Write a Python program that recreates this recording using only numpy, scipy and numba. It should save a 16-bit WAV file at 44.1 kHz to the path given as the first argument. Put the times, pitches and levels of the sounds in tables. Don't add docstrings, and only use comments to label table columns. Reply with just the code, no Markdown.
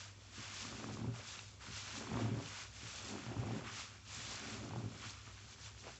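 import sys
import numpy as np
from scipy import signal
from scipy.fft import rfft, irfft, next_fast_len
from scipy.io import wavfile
from scipy.ndimage import uniform_filter1d
from numba import njit

SR = 44100
rng = np.random.default_rng(int(sys.argv[2]) if len(sys.argv) > 2 else 0)


def master_out(mix):
    frames = np.transpose(np.atleast_2d(mix))
    ceiling = np.clip(frames, -1, 1)
    pcm = np.round(ceiling * 32767).astype(np.int16)
    wavfile.write(sys.argv[1], SR, pcm)


N = 264159
CONTROL_STEP = 64


def undb(db):
    return 10 ** (np.asarray(db) / 20)


def unit(x):
    return x / np.sqrt(np.mean(x ** 2))


def mix_db(*levels):
    power = sum(undb(2 * db) for db in levels)
    return 10 * np.log10(power + 1e-20)


def clock():
    return np.arange(0, N + CONTROL_STEP, CONTROL_STEP) / SR


def smooth(db):
    return np.interp(np.arange(N) / SR, clock(), db)


def walk(rate):
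    hold = int(SR / rate)
    steps = np.repeat(rng.standard_normal(N // hold + 1), hold)
    slewed = uniform_filter1d(uniform_filter1d(steps, hold), hold)
    return 1.3 * slewed[:N]


def band(x, hz, width):
    b, a = signal.iirpeak(hz, hz / width, fs=SR)
    return signal.lfilter(b, a, x)


@njit
def grains(n, start, hz, t60, size, glide):
    out = np.zeros(n)
    for k in range(len(start)):
        life = int(t60[k] * SR) + 2
        fade = np.exp(-np.log(1000) / life)
        phase = 0.
        level = size[k]
        for i in range(min(life, n - start[k])):
            phase += 2 * np.pi * hz[k] * (1 + (glide - 1) * i / life) / SR
            opening = min(phase / np.pi, 1.)
            out[start[k] + i] += level * opening * np.sin(phase)
            level *= fade
    return out


def bubbles(count, lo_hz, hi_hz, cycles, spread_db, colour=None):
    when, pitch, luck = rng.random((count, 3)).T
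    hz = lo_hz * (hi_hz / lo_hz) ** pitch
    db = -spread_db * np.log(1 - luck)
    if colour is not None:
        colour_db = np.interp(np.log(hz), np.log(colour[:, 0]), colour[:, 1])
        db = db + colour_db + 20 * np.log10(hz)
    start = (when * N).astype(np.int64)
    return unit(grains(N, start, hz, cycles / hz, undb(db), 1.335))


RISE_POWER = 1.17


def stroke(start, rise, hold, fade_db, level_db):
    t = clock() - start
    build = np.sin(np.pi / 2 * np.clip(t / max(rise, 1e-3), 1e-9, 1))
    fade = fade_db * np.maximum(t - rise - hold, 0)
    return level_db + RISE_POWER * 20 * np.log10(build) - fade


# start in seconds, rise in seconds,
# hold in seconds, fade in dB per second, fine fizz level in dB, coarse bubbles over fine in dB.
STROKES = [(-.05, 0.037, 0.018, 90, -52.5, -3), (0.17, 0.13, .03, 40, -61, -6.5),
           (0.298, 0.13, 0.017, 31, -50.5, -2.5), (0.398, 0.14, 0.094, 67, -49.5, -4.5),
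           (0.71, 0.14, 0.058, 62, -57.5, -0.5), (0.912, 0.028, .005, 202, -55.5, -9),
           (0.963, 0.021, 0.013, 201, -64, -1), (1.109, 0.097, 0.0092, 100, -53, -2.5),
           (1.215, 0.084, .02, 56, -51, -6.5), (1.321, 0.025, 0.0087, 122, -56, 1.5),
           (1.585, 0.045, 0.046, 65, -54.5, -2), (1.678, 0.086, .02, 51, -50, -5),
           (1.783, .13, 0.067, 70, -48, -5.5), (2.02, 0.14, 0.065, 52, -59.5, 3),
           (2.172, 0.033, .005, 119, -56.5, 1.5), (2.305, 0.26, 0.062, 173, -50.5, -4),
           (2.445, .015, .003, 400, -66, -8), (2.689, 0.26, 0.13, 51, -49, -4),
           (3.084, 0.13, 0.1, 53, -62, 5.5), (3.328, 0.11, 0.18, 41, -61.5, 1),
           (3.629, 0.046, .005, 152, -54.5, 2), (3.697, 0.075, 0.029, 67, -51, -5),
           (3.884, .05, .02, 200, -63.5, -0.5), (4.02, 0.23, .01, 29, -47, -5.5),
           (4.238, 0.2, 0.091, 57, -53.5, -0.5), (4.662, 0.065, 0.033, 48, -67.5, 6),
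           (4.845, 0.19, 0.049, 51, -54, -2), (4.99, 0.044, .005, 150, -59, 6),
           (5.237, .025, 0.011, 95, -60.5, 0.5), (5.298, 0.11, 0.015, 100, -60, -2),
           (5.444, 0.067, 0.026, 300, -57, -5.5), (5.555, 0.11, 0.0092, 162, -54, -4),
           (5.732, 0.087, 0.15, 300, -57.5, -13), (5.819, 0.068, .01, 160, -64.5, 10.5)]
IDLE_DB, IDLE_COARSE_DB = -67, -4.5


def pressing():
    strokes = [(stroke(*row[:5]), row[5]) for row in STROKES]
    strokes += [(IDLE_DB, IDLE_COARSE_DB)]
    fine_db = mix_db(*[db for db, _ in strokes])
    coarse_db = mix_db(*[db + rel_db for db, rel_db in strokes])
    return fine_db, coarse_db


# frequency in Hz, relative level in dB per Hz.
FIZZ = [(350, -37), (600, -7), (735, -10.5), (1190, 7), (1730, -1), (2330, 4), (5710, 6.5), (7700, 5),
        (10000, -25.5), (16900, -120)]
# frequency in Hz, width in Hz, gain at the centre in dB.
CUP = [(1450, 54, -11), (2340, 110, -14), (3450, 180, -8), (4320, 170, -15.5)]


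def foam(fine_db, coarse_db):
    colour = np.array(FIZZ, float)
    fine = bubbles(count=80000, lo_hz=2340, hi_hz=8190, cycles=10.8, spread_db=1.88, colour=colour)
    coarse = bubbles(count=30000, lo_hz=830.0, hi_hz=2710, cycles=6.7, spread_db=0.27, colour=colour)
    sticky = bubbles(count=1500, lo_hz=940.0, hi_hz=3290, cycles=6.8, spread_db=3.0)
    coarse = coarse + undb(-9.5 + 3.2 * walk(25.09)) * sticky
    patches = undb(0.61 * walk(17))
    fine_part = undb(fine_db + 1.03 * walk(16)) * fine
    coarse_part = undb(coarse_db + 1.0 * walk(4.69)) * coarse
    fizz = patches * (fine_part + coarse_part)
    return fizz + sum(undb(db) * band(fizz, hz, width) for hz, width, db in CUP)


BED_HZ, BED_WIDTH_HZ, BED_DB = 7260, 12000, -74


def bed():
    crackle = band(drops(4000, 2.4), BED_HZ, BED_WIDTH_HZ)
    return undb(BED_DB + 1.1 * walk(21)) * unit(crackle)


HUM_HZ, HUM_DB = 100, -60
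# centre in Hz, width in Hz of a resonance used twice, rms level in dB.
RUMBLE = [(65, 22, -62), (102.3, 22, -65), (163, 38, -75.5)]


def room():
    tone = np.sqrt(2) * np.sin(2 * np.pi * HUM_HZ * np.arange(N) / SR)
    hum = tone * undb(HUM_DB + 1.3 * walk(5))
    rumble = np.zeros(N)
    for hz, width, db in RUMBLE:
        noise = band(band(rng.standard_normal(N), hz, width), hz, width)
        rumble += undb(db) * unit(noise)
    return hum + rumble


def curves(table):
    s, level_db, *rel_db = np.transpose(table)
    level_db = np.interp(clock(), s, level_db, -200, -200)
    return [level_db] + [level_db + np.interp(clock(), s, rel) for rel in rel_db]


# time in seconds, drumming level of light drops in dB,
# heavy slugs over light drops in dB, splash over light drops in dB.
GUSHES = [
    [(.34, -77, -5, 0), (.385, -53.5, 5, -21), (.44, -74, -4, 2)],
    [(.56, -73, -8, -7), (.63, -56.5, -22, -17), (.72, -51.5, -0.5, -9), (.77, -53.5, -7, -8),
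     (.81, -54.5, -13, -5), (.89, -46, -1, -7.5), (.93, -50, 1, -10), (1.0, -50, -4, -7.5),
     (1.03, -44.5, 2, -20), (1.08, -48, 7, -8), (1.12, -60, 3, -9), (1.15, -56, 1, -1), (1.24, -75, 11, 8)],
    [(1.3, -78, -10, -3), (1.37, -63, -13, -6), (1.44, -82, -8, 2)],
    [(1.64, -70, -1, 12), (1.69, -62.5, 11, -15), (1.76, -77, 13, -2)],
    [(1.86, -73, -9, -13), (1.95, -51, -23, -12), (2.02, -50.5, -18, -1), (2.08, -46.5, -11, -17),
     (2.15, -43, -1, -8), (2.19, -40, -7, -7.5), (2.22, -43.5, 2, -10), (2.26, -42.5, -2, -7.5),
     (2.32, -43.5, -3, -19), (2.38, -45.5, 0, -8), (2.55, -72, 5, 6.5)],
    [(2.79, -71, 3, 0), (2.835, -68, 1, -17), (2.89, -72, 8, -4)],
    [(2.94, -64.5, 7, 1), (3.0, -58.5, -13, -4.5), (3.15, -45, -9, -11), (3.25, -60, 3, -6),
     (3.28, -46, -2.5, -6), (3.35, -52.5, -9, -2.5), (3.375, -45.5, 7, -13), (3.47, -42, -0.5, -12.5),
     (3.59, -49, 2.5, -4), (3.74, -66, -16, -3), (3.84, -74, -6, 0)],
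    [(4.06, -80, 5, -6), (4.17, -62.5, 9, -10), (4.34, -62, -10, -2), (4.45, -53.5, -5, -7),
     (4.57, -50.5, -8.5, -10), (4.65, -49.5, -2, -5), (4.69, -55, 8, -3), (4.77, -47, 0.5, -12),
     (4.85, -50, -2, -9), (4.89, -54.5, 2, -4.5), (5.04, -62.5, -6, -3.5), (5.12, -64.5, -2, -7)],
    [(5.77, -70, -3, -9), (5.83, -65, -9, -11), (5.87, -61.5, -12, 10), (5.97, -86, 8, 5)],
]
TRICKLE_DB, TRICKLE_HEAVY_DB, TRICKLE_SPLASH_DB = -69.5, 1.5, -1.5
WRING_DB, WRING_HEAVY_DB, WRING_SPLASH_DB = -20.5, -0.5, 1.5


def runoff(press_db):
    wrung_db = press_db + WRING_DB
    flows = [curves(gush) for gush in GUSHES]
    flows += [[TRICKLE_DB, TRICKLE_DB + TRICKLE_HEAVY_DB, TRICKLE_DB + TRICKLE_SPLASH_DB],
              [wrung_db, wrung_db + WRING_HEAVY_DB, wrung_db + WRING_SPLASH_DB]]
    return [mix_db(*layer) for layer in zip(*flows)]


def drops(rate, spread_db):
    hit, luck = rng.random((2, N))
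    return unit((hit < rate / SR) * undb(-spread_db * np.log(1 - luck)))


def ring(blows, modes, push_s, sign=-1):
    push = np.convolve(blows, np.hanning(int(push_s * SR) + 3))[:len(blows)]
    out = 0
    for k, (hz, db, t60) in enumerate(modes):
        width = np.log(1000) / np.pi / t60
        out = out + sign ** k * undb(db) * t60 * band(push, hz, width)
    return out


def drumming(level_db, rate, spread_db, modes, push_s):
    blows = drops(rate, spread_db)
    steady = ring(blows, modes, push_s)
    return ring(blows * undb(level_db), modes, push_s) / np.std(steady)


# frequency in Hz, relative level in dB, time to fade by 60 dB in seconds.
TUB = [(64, -14.5, 0.15), (116.1, 0, 0.26), (166.7, -5, 0.18), (215, -4, 0.13), (254, -5.5, 0.11),
       (284.6, -7.5, 0.15), (351, -10.5, 0.15), (395.7, -11.5, 0.25), (434, -7.5, 0.033),
       (555.7, -14.5, 0.18), (685, -15.5, 0.18), (781, -4.5, 0.048)]


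def thud(push_ms):
    blow = np.eye(1, SR // 3)[0]
    x = -ring(blow, TUB, max(push_ms, .3) / 1000, sign=1)
    return x / np.abs(x).max()


# time in seconds, peak level in dB, length of the push in ms.
SLUGS = [(0.381, -44, 2.8), (0.643, -58, 2.4), (0.782, -43, 2.4), (0.913, -47, 3.4), (1.015, -37, 2.7),
         (1.057, -39.5, 3.1), (1.074, -33, 4.1), (1.097, -41, 4), (1.684, -42, 3.4), (2.074, -39, 2.8),
         (2.12, -34, 3.7), (2.155, -37.5, 4.2), (2.216, -40.5, 4), (2.292, -35, 3.5), (2.3, -37, 4.1),
         (2.317, -35.5, 3.1), (2.831, -42.5, 3.4), (3.265, -44, 2.3), (3.366, -36, 3.6),
         (3.434, -33.5, 2.5), (3.525, -40, 3.2), (4.558, -54, 2.7), (4.633, -39.5, 2.6), (4.838, -34, 3.2),
         (4.857, -35, 4.1)]


def slugs():
    out = np.zeros(N + SR)
    for s, db, push_ms in SLUGS:
        x = thud(push_ms)
        start = int(s * SR)
        out[start:start + len(x)] += undb(db) * x
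    return out[:N]


def tub(drum_db, heavy_db, splash_db):
    light = drumming(drum_db, rate=400, spread_db=1.6, modes=TUB[3:], push_s=0.0017)
    heavy = drumming(heavy_db, rate=300, spread_db=1.2, modes=TUB[:3], push_s=0.0046)
    splash = bubbles(count=2000, lo_hz=430.0, hi_hz=1330, cycles=7.3, spread_db=1.0)
    return light + heavy + undb(splash_db) * splash + slugs()


# time in seconds, level in dB that its parts are set from, pitch in Hz.
PLOPS = [(0.651, -35.5, 1080), (0.727, -35.5, 1130), (0.842, -29, 1155), (0.887, -38, 920),
         (0.9, -44, 1250), (0.971, -35, 1050), (1.015, -40, 960), (1.044, -36, 885), (1.97, -40, 797),
         (1.983, -36, 2280), (2.071, -32.5, 970), (2.116, -32, 785), (2.142, -31.5, 1440),
         (2.156, -31, 910), (2.1713, -25.5, 1020), (2.193, -38, 950), (2.207, -35, 1280), (2.229, -41, 767),
         (2.254, -38, 685), (2.289, -39, 870), (2.318, -44, 940), (2.4, -36.5, 806), (3.029, -43, 1270),
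         (3.091, -43, 760), (3.139, -37, 665), (3.16, -39, 790), (3.1605, -39, 1550), (3.182, -35, 1210),
         (3.2643, -35, 930), (3.312, -41, 690), (3.343, -40.5, 690), (3.366, -33.5, 950), (3.4, -40, 390),
         (3.4354, -33.5, 980), (3.456, -34, 387), (3.473, -37, 395), (3.486, -38.5, 770), (3.508, -34, 760),
         (3.608, -51, 970), (3.675, -42, 1260), (3.692, -41, 1090), (4.598, -46, 786), (4.709, -36, 727),
         (4.735, -33, 874), (4.76, -31.5, 800), (4.787, -43, 1000), (4.804, -38.5, 745), (5.041, -37, 1200),
         (5.27, -40, 2050), (5.276, -41.5, 1150), (5.38, -43, 1600), (5.39, -45, 2050),
         (5.663, -36.5, 2230), (5.844, -44, 1160), (5.884, -41, 710)]
PLOP_CYCLES = 12.7
KNOCK_BELOW_HZ, KNOCK_DB, KNOCK_PUSH_MS = 1300, -7, 2.27


def plops():
    s, db, hz = np.transpose(PLOPS)
    start = (s * SR).astype(np.int64)
    knocks = np.zeros(N)
    knocks[start] = undb(db + KNOCK_DB) * (hz < KNOCK_BELOW_HZ)
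    tones = np.zeros(N)
    for ratio, rel_db in [(1.008, -2.0), (1.26, -14.5), (0.63, -15.0)]:
        tones += grains(N, start, ratio * hz, PLOP_CYCLES / hz, undb(db + rel_db), 1.19)
    return signal.fftconvolve(knocks, thud(KNOCK_PUSH_MS))[:N] - tones


# time in seconds, level in dB that its modes are set from, size relative to the first.
SNAPS = [(1.391, -37, 1.0), (2.4595, -41.5, 0.87)]
# starting frequency in Hz, relative level in dB, time to fade by 60 dB in seconds.
FILM = [(1400, -6, .015), (2700, 0.5, 0.017), (3730, -4, .014)]


def snaps():
    s, db, scale = np.transpose(SNAPS)
    start = (s * SR).astype(np.int64)
    return sum(grains(N, start, hz / scale, t60 * scale, undb(db + rel_db), 0.95)
               for hz, rel_db, t60 in FILM)


SUCK_DB, SUCK_COARSE_DB = -28, 7


def scene():
    fine_db, coarse_db = pressing()
    flow = runoff(fine_db)
    suck_db = flow[0] + SUCK_DB
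    all_fine_db = mix_db(fine_db, suck_db)
    all_coarse_db = mix_db(coarse_db, suck_db + SUCK_COARSE_DB)
    fizz = foam(smooth(all_fine_db), smooth(all_coarse_db))
    water = tub(*map(smooth, flow))
    mono = fizz + bed() + water + plops() + snaps() + room()
    return np.tile(mono, (2, 1))


# frequency in Hz, gain in dB.
TREBLE_STEP = [(7550, -1.5), (7800, -7.5), (8000, -14), (8230, -21)]
TOP_HZ = 8330
HISS_DB = -96


def record(dry):
    bass_cut = signal.butter(3, 52, "high", fs=SR, output="sos")
    wet = signal.sosfilt(bass_cut, dry)
    size = next_fast_len(N)
    step_db = np.interp(np.fft.rfftfreq(size, 1 / SR), *np.transpose(TREBLE_STEP))
    wet = irfft(rfft(wet, size) * undb(step_db), size)[:, :N]
    top_cut = signal.ellip(10, .2, 60, TOP_HZ, fs=SR, output="sos")
    wet = signal.sosfilt(top_cut, wet)
    hiss_band = signal.ellip(4, .5, 8, [9700, 15800], "band", fs=SR, output="sos")
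    hiss = signal.sosfilt(hiss_band, rng.standard_normal(N))
    return wet + undb(HISS_DB) * hiss


dry = scene()
out = record(dry)
master_out(out)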